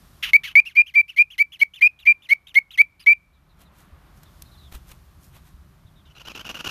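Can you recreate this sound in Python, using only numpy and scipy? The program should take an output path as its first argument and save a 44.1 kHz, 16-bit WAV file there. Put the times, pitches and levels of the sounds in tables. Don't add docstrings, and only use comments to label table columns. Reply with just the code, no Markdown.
import sys
import numpy as np
from scipy import signal
from scipy.fft import rfft, irfft, next_fast_len
from scipy.io import wavfile

SR = 44100
rng = np.random.default_rng(int(sys.argv[2]) if len(sys.argv) > 2 else 0)


def wrap_up_sound(samples):
    columns = np.atleast_2d(samples).T
    tamed = np.clip(columns, -1, 1)
    steps = np.round(tamed * 32767).astype(np.int16)
    wavfile.write(sys.argv[1], SR, steps)


N = 295470
TIME = np.arange(N) / SR


def from_db(db):
    return 10 ** (np.asarray(db) / 20)


def rms_one(x):
    return x / np.sqrt(np.mean(x ** 2) + 1e-20)


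def at_hz(points, hz):
    point_hz, db = np.transpose(points)
    return np.interp(np.log(hz + 1e-9), np.log(point_hz), db)


def colour(x, spectrum):
    size = 2 * next_fast_len(len(x))
    gain = from_db(at_hz(spectrum, np.fft.rfftfreq(size, 1 / SR)))
    cepstrum = irfft(np.log(gain))
    cepstrum[1:size // 2] *= 2
    cepstrum[size // 2 + 1:] = 0
    return irfft(rfft(x, size) * np.exp(rfft(cepstrum)))[:len(x)]


def noise(spectrum):
    return rms_one(colour(rng.standard_normal(N), spectrum))


def grains(spectrum, per_s, spread_db):
    sizes = from_db(spread_db * rng.standard_normal(N).clip(-2, 2)) * rng.choice([-1, 1], N)
    struck = rng.random(N) < per_s / SR
    return rms_one(colour(sizes * struck, spectrum))


def wobble(t, rate):
    return np.interp((t - t[0]) * rate, np.arange(len(t)), rng.standard_normal(len(t)))


def span(start, stop):
    where = slice(int((start - .01) * SR), int((stop + .02) * SR))
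    return where, TIME[where]


def gate(t, start, stop, rise, fall):
    opening = np.sin(np.pi / 2 * np.clip((t - start) / rise, 0, 1))
    closing = np.sin(np.pi / 2 * np.clip((stop - t) / fall, 0, 1))
    return opening * closing


def arc(u, first, middle, last):
    return np.polyval(np.polyfit([0, .5, 1], [first, middle, last], 2), np.clip(u, 0, 1))


def in_time(rows):
    s, *columns = np.transpose(rows)
    return [np.interp(TIME, s, c) for c in columns]


def pressed(pressure, light, firm):
    return light + pressure * (firm - light)


# start in seconds, grip in seconds, stop in seconds, pitch in Hz,
# mid-stroke level in dB, rise from the grip to mid-stroke in dB, level just before the grip in dB, pressure 0-1.
CLOSING_STROKES = [(.333, .3345, .368, 2260, -4.3, 1.5, -10, 1), (.554, .555, .603, 2300, -3.5, 0, -10, .7),
                   (.752, .771, .821, 2400, -4, 6, -17, .05), (.939, .958, 1.015, 2345, -6, 5, -20, .05),
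                   (1.162, 1.188, 1.226, 2380, -5, 3, -16, .4),
                   (1.38, 1.394, 1.427, 2295, -8, 11, -20, .75),
                   (1.592, 1.616, 1.635, 2230, -5.5, 6, -35, .85),
                   (1.809, 1.828, 1.877, 2435, -6.5, -2, -10, .55),
                   (2.053, 2.075, 2.126, 2375, -5.3, 0, -14, .1),
                   (2.288, 2.314, 2.336, 2230, -5.6, 5, -15, .8),
                   (2.543, 2.557, 2.59, 2170, -5.3, 9, -33, .8), (2.775, 2.789, 2.82, 2260, -4, 7, -16, .9),
                   (3.061, 3.073, 3.135, 2315, -5.2, 0, -12, .25)]
# frequency in Hz, relative level in dB.
OVERTONE_SPECTRUM = [(3500, 4), (4600, 1.5), (7000, -12), (8000, -15), (9300, -8.5), (11600, -5),
                     (14000, -5)]
# frequency in Hz, relative density in dB per Hz.
SCRAPE_SPECTRUM = [(300, -17.5), (1000, -4), (2000, 4.5), (3000, 4.5), (4200, 3.5), (6300, 0.5),
                   (7900, -17), (9500, -12.5), (13000, -2)]


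def closings(slack=0.12, rattle=0.12, loose_jitter=.022, firm_jitter=0.0075, friction_db=-12, build_db=17):
    tone, overtones, scrape = np.zeros((3, N))
    edge = .004
    for start, grip, stop, pitch, db, swell_db, lead, pressure in CLOSING_STROKES:
        where, t = span(start, stop)
        held = stop - edge - grip
        u = np.clip((t - grip) / held, 0, 1)
        loose = np.interp(t, [grip - edge, grip + edge], [1, 0])

        speed = np.interp(t, [min(start, grip - edge), grip], [1 - slack, 1])
        glide = pressed(pressure, 0, 7000) * held * (u - .5)
        unsteady = (firm_jitter + loose_jitter * loose) * wobble(t, 600) + .009 * wobble(t, 90)
        hz = (pitch + glide) * speed * (1 + unsteady)
        phase = 2 * np.pi * np.cumsum(hz) / SR

        grip_db = db - swell_db
        level = arc(u, grip_db, db, db - pressed(pressure, 6, -1.5))
        lead_in = np.interp(t, [min(start, grip - 2 * edge), grip - edge, grip],
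                            [lead - grip_db - build_db, lead - grip_db, 0])
        contact = gate(t, start, stop, .0012 + (grip - start) / 5, edge)
        shake = 1 + rattle * loose * wobble(t, 1400) + .035 * wobble(t, 250) + .02 * wobble(t, 1100)
        tone[where] += from_db(level + lead_in) * contact * shake * np.sin(phase)

        impacts = from_db(pressed(pressure, -48.5, -37.5) + lead_in / 4) * contact
        for k in np.arange(2, 7):
            overtone_db = at_hz(OVERTONE_SPECTRUM, k * hz) + 2 * wobble(t, 140)
            overtones[where] += impacts * from_db(overtone_db) * np.sin(k * phase)

        skidding = gate(t, start, grip + edge / 2, max(grip - start, edge / 2), edge) ** 2
        rising = np.interp(t, [start, grip], [-.5, .5])
        squeak_hz = 2960 * (1 + .15 * rising + .08 * wobble(t, 900))
        squeak_phase = 2 * np.pi * np.cumsum(squeak_hz) / SR
        squeak_db = pressed(pressure, -35.5, -27) + 3 * wobble(t, 500).clip(-2, 2)
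        tone[where] += from_db(squeak_db) * skidding * np.sin(squeak_phase)

        friction = impacts * from_db(friction_db + lead_in / 4)
        friction = friction + from_db(pressed(pressure, -47, -41)) * skidding
        release = gate(t, stop - edge, stop, .0015, .002)
        friction = friction + from_db(pressed(pressure, -53, -34)) * release
        landing = gate(t, start, start + edge, .0006, .002)
        friction = friction + from_db(-27.5 - 1001 * max(grip - start, 0)) * landing
        scrape[where] += friction * from_db(3.5 * wobble(t, 450).clip(-2, 2))
    tone = signal.sosfilt(signal.butter(4, 1450, "high", fs=SR, output="sos"), tone)
    return tone + overtones + scrape * noise(SCRAPE_SPECTRUM)


# start in seconds, stop in seconds, top speed in teeth per second before unevenness,
# level at top speed in dB, fade from there in dB.
OPENING_STROKES = [(0.225, .312, 2360, -24.5, 11), (.434, .532, 2370, -30, 16),
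                   (0.651, .735, 2850, -36, 19), (0.86, .932, 3200, -45, 13),
                   (1.079, 1.152, 3000, -42.5, 15), (1.301, 1.365, 3430, -44, 8),
                   (1.519, 1.578, 3480, -43, 11), (1.736, 1.802, 3600, -43, 5),
                   (1.989, 2.045, 3950, -45, 9), (2.22, 2.278, 3780, -49.5, 3.5),
                   (2.469, 2.525, 4000, -43.5, 12.5), (2.706, 2.765, 4000, -43, 2),
                   (2.994, 3.045, 5230, -48.5, 6.5)]
# frequency in Hz, relative level in dB.
FOREWING_SPECTRUM = [(200, -36.5), (700, -19), (1200, -8), (2000, -1.5), (2900, 10), (3800, -5.5),
                     (5000, -13.5), (6300, -13.5), (7900, -27.5), (9500, -19.5), (12500, -14.5),
                     (14000, -17)]


def openings(begin_db=-5, finish_db=-5, uneven=.033, hiss_db=-16):
    start_share = .7
    free_teeth_per_s, slowing_power = 6500, 1.3
    out, envelope = np.zeros((2, N))
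    for start, stop, top, turn_db, fade_db in OPENING_STROKES:
        where, t = span(start, stop)
        drag = min(from_db(turn_db + 20), .9)
        turn = start + .29 * (1 - drag) * (stop - start)
        jitter = .026 + .38 * drag ** 2

        end_share = (top / free_teeth_per_s) ** slowing_power
        early = np.clip((turn - t) / (turn - start), 0, 1)
        late = np.clip((t - turn) / (stop - turn), 0, 1)
        slowing = (1 - end_share) * late ** (1.35 * (1 - drag))
        glide = top * (1 - (1 - start_share) * early ** 2 - slowing)
        rate = glide * (1 + uneven * (wobble(t, 500) + wobble(t, 110)))

        passed = np.cumsum(rate) / SR
        teeth = np.arange(1, int(passed[-1]))
        chance = rng.standard_normal((len(t), 2))[teeth]
        at = np.interp(teeth + jitter * chance[:, 0], passed, np.arange(len(t))).clip(0, len(t) - 2)
        clicks, whole = np.zeros(len(t)), at.astype(int)
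        size = from_db(2 * chance[:, 1])
        np.add.at(clicks, whole, size * (1 - at + whole))
        np.add.at(clicks, whole + 1, size * (at - whole))

        late_db = turn_db - fade_db
        level = np.interp(t, [start, turn, stop - .011, stop],
                          [turn_db + begin_db, turn_db, late_db, late_db + finish_db])
        envelope[where] = from_db(level + 2.5 * wobble(t, 200)) * gate(t, start, stop, .003, .003)
        out[where] += envelope[where] * rms_one(colour(clicks - rate / SR, FOREWING_SPECTRUM))
    return out + from_db(hiss_db) * envelope * noise(FOREWING_SPECTRUM)


# centre in seconds, length in seconds,
# crackle level in dB, body level in dB.
WING_AND_FOOT_TOUCHES = [(3.616, 0.039, -57.5, -56.5), (3.801, 0.075, -58.5, -62.5),
                         (4.175, 0.025, -60, -71), (4.235, 0.0087, -52, -55), (4.423, 0.0029, -36, -61),
                         (4.725, 0.0052, -46.5, -44.5), (4.751, 0.03, -47, -46), (4.904, 0.057, -54.5, -55),
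                         (4.918, 0.006, -48, -46.5), (5.25, .057, -55.5, -75), (5.364, 0.041, -57.5, -52.5),
                         (5.48, .069, -61.5, -62.5)]
# frequency in Hz, relative level in dB.
CRACKLE_SPECTRUM = [(1000, -11), (3500, -2), (6000, 2.5), (9000, 1), (14000, 4.5)]
# frequency in Hz, relative level in dB.
BODY_SPECTRUM = [(100, 8), (400, -5.5), (1000, -3), (2000, -6), (4000, -7.5), (9000, -74)]


def brushes():
    crackle, body = np.zeros((2, N))
    for s, length, crackle_db, body_db in WING_AND_FOOT_TOUCHES:
        where, t = span(s - length, s + 2 * length)
        swell = np.exp(-2 * np.abs(t - s) / length) * np.sqrt(2)
        crackle[where] += from_db(crackle_db) * swell
        body[where] += from_db(body_db) * swell
    crackle = crackle * grains(CRACKLE_SPECTRUM, per_s=2900, spread_db=6.5)
    return crackle + body * grains(BODY_SPECTRUM, per_s=6100, spread_db=-1.0)


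# time in seconds, relative level in dB.
SONG_SWELL = [(6.09, -62), (6.18, -45), (6.27, -40), (6.47, -35.5), (6.68, -31)]
# delay in seconds, length in seconds, relative level in dB.
BURST_SCRAPES = [(.001, 0.015, -1), (0.018, 0.019, 0.5), (0.046, .024, 0)]
# frequency in Hz, relative density in dB per Hz.
RASP_SPECTRUM = [(80, 0), (200, 3), (600, -2), (1500, 0), (2100, -7), (2900, 6), (3700, -8), (6000, -5.5),
                 (7300, -14), (8000, -21.5), (9500, -20.5), (11000, -17.5), (13200, -15.5)]


def harsh_song(note_hz=2920, note_db=-1.0, half_pitch_db=-9, bend=0.1187, rough=0.042,
               broad_db=-3, flutter_db=3, echo_db=-11):
    song_start, burst_period = 6.054, .098
    envelope, notes = np.zeros((2, N))
    loudness, = in_time(SONG_SWELL)
    scrapes = [(s + delay, s + delay + length, db)
               for s in np.arange(song_start, TIME[-1], burst_period)
               for delay, length, db in BURST_SCRAPES if s + delay < TIME[-1]]
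    chances = rng.standard_normal((len(scrapes), 2))
    for (start, stop, db), (louder, higher) in zip(scrapes, chances):
        where, t = span(start, stop)
        level = loudness[where] + db + 1.2 * louder + flutter_db * wobble(t, 300)
        stroke = from_db(level) * gate(t, start - .002, stop + .002, .003, .005)
        arch = arc((t - start) / (stop - start), 1 - bend, 1, 1 - bend / 2)
        hz = note_hz * arch * (1 + .03 * higher + rough * wobble(t, 700) + .035 * wobble(t, 70))
        phase = 2 * np.pi * np.cumsum(hz) / SR
        envelope[where] += stroke
        notes[where] += stroke * (np.sin(phase) + from_db(half_pitch_db) * np.sin(phase / 2))
    rasp = grains(RASP_SPECTRUM, per_s=18000, spread_db=5.5)
    keep = np.exp(-1 / (0.021 * SR))
    tail = signal.lfilter([1 - keep], [1, -keep], envelope + 1e-18)
    song = from_db(note_db) * notes + from_db(broad_db) * envelope * rasp
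    return song + from_db(echo_db) * tail * noise(RASP_SPECTRUM)


def porch(x, wall_db=-23, wall_t60=0.11, tail_db=-45, tail_t60=.75):
    t, response = TIME[:SR], 0
    for db, t60 in (wall_db, wall_t60), (tail_db, tail_t60):
        echoes = rng.standard_normal(SR) * (t > .002) * from_db(-60 * t / t60)
        response = response + from_db(db) * echoes / np.linalg.norm(echoes)
    return x + signal.fftconvolve(x, response)[:N]


# time of the fullest swell in seconds, level in dB.
SOFT_BUMPS = [(3.931, -41), (4.753, -31.5), (4.819, -43), (5.545, -42), (5.856, -39.5)]


def bumps(thud_hz=62, rise=0.0089):
    out = np.zeros(N)
    for s, db in SOFT_BUMPS:
        where, t = span(s - rise, s + .12)
        age = np.maximum(t - s + rise, 0) / rise
        phase = 2 * np.pi * np.cumsum(thud_hz * (1 + 0.27 * wobble(t, 154))) / SR
        out[where] += from_db(db) * age * np.exp(1 - age) * np.sin(phase)
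    return out


# start in seconds, stop in seconds, note spacing in seconds,
# first note's level in dB.
FAR_BIRD_PHRASES = [(3.33, 3.72, .16, -70), (4.25, 4.3, .1, -60), (4.45, 4.66, .06, -59),
                    (5.86, 6.37, .095, -64)]


def birds(pitch_hz=3900, fall=.18, length=.06, ragged=.055, variety=.07):
    swell_db_per_s = 23
    out = np.zeros(N)
    notes = [(s, db + swell_db_per_s * (s - start))
             for start, stop, spacing, db in FAR_BIRD_PHRASES
             for s in np.arange(start, stop, spacing)]
    chances = rng.uniform(-0.78, 1, (len(notes), 2))
    for (s, db), (height, stretch) in zip(notes, chances):
        where, t = span(s, s + 2 * length)
        stop = s + length * (1 + stretch / 4)
        falling = arc((t - s) / (stop - s), 1, 1 - fall / 4, 1 - fall)
        hz = pitch_hz * (1 + variety * height) * falling
        phase = 2 * np.pi * np.cumsum(hz * (1 + ragged * wobble(t, 900))) / SR
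        out[where] += from_db(db) * gate(t, s, stop, 0.0098, 0.039) * np.sin(phase)
    return out


# time in seconds, relative rumble level in dB,
# relative level of the murmuring air in dB.
GARDEN_LEVELS = [(.2, -53, -63), (.45, -59.5, -66.5), (.9, -66.5, -78.5), (2.2, -67, -70.5),
                 (3.25, -64, -73), (3.8, -55.5, -60.5), (4.5, -52.5, -62.5), (5.2, -53, -65.5),
                 (6.1, -55.5, -66)]
# time in seconds, relative level in dB.
HISS_LEVELS = [(.22, -60), (.5, -75.5), (3.3, -75.5), (3.8, -71), (4.4, -61.5), (6.1, -69.5)]
# frequency in Hz, relative density in dB per Hz.
RUMBLE_SPECTRUM = [(13, -37.5), (22, -23), (43, 3), (59, -3.5), (71, 4.5), (97, -9), (159, -4.5),
                   (203, -12.5), (232, -18.5), (292, -22), (400, -23), (520, -54), (880, -120)]
# frequency in Hz, relative density in dB per Hz.
MURMUR_SPECTRUM = [(150, -27), (250, 3), (474, -6), (586, -1), (944, -1.5), (1100, 1), (2360, -10),
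                   (3990, -16), (5000, -25.5), (6500, -49), (11000, -120)]
# frequency in Hz, relative density in dB per Hz.
HISS_SPECTRUM = [(2000, -8), (3500, 0), (5500, -2), (8000, -5.5), (14000, -1.5)]


def garden(low_db=2.0, middle_db=1.5, high_db=.5):
    rumble, air = in_time(GARDEN_LEVELS)
    hiss, = in_time(HISS_LEVELS)
    low = from_db(low_db + rumble) * noise(RUMBLE_SPECTRUM)
    middle = from_db(middle_db + air) * noise(MURMUR_SPECTRUM)
    high = from_db(high_db + hiss) * noise(HISS_SPECTRUM)
    return low + middle + high


def scene():
    close = closings() + openings() + brushes() + harsh_song()
    return (porch(close) + bumps() + birds() + garden())[None]


def record(dry):
    return signal.sosfilt(signal.ellip(12, .1, 80, 14100, fs=SR, output="sos"), dry)


dry = scene()
out = record(dry)
wrap_up_sound(out)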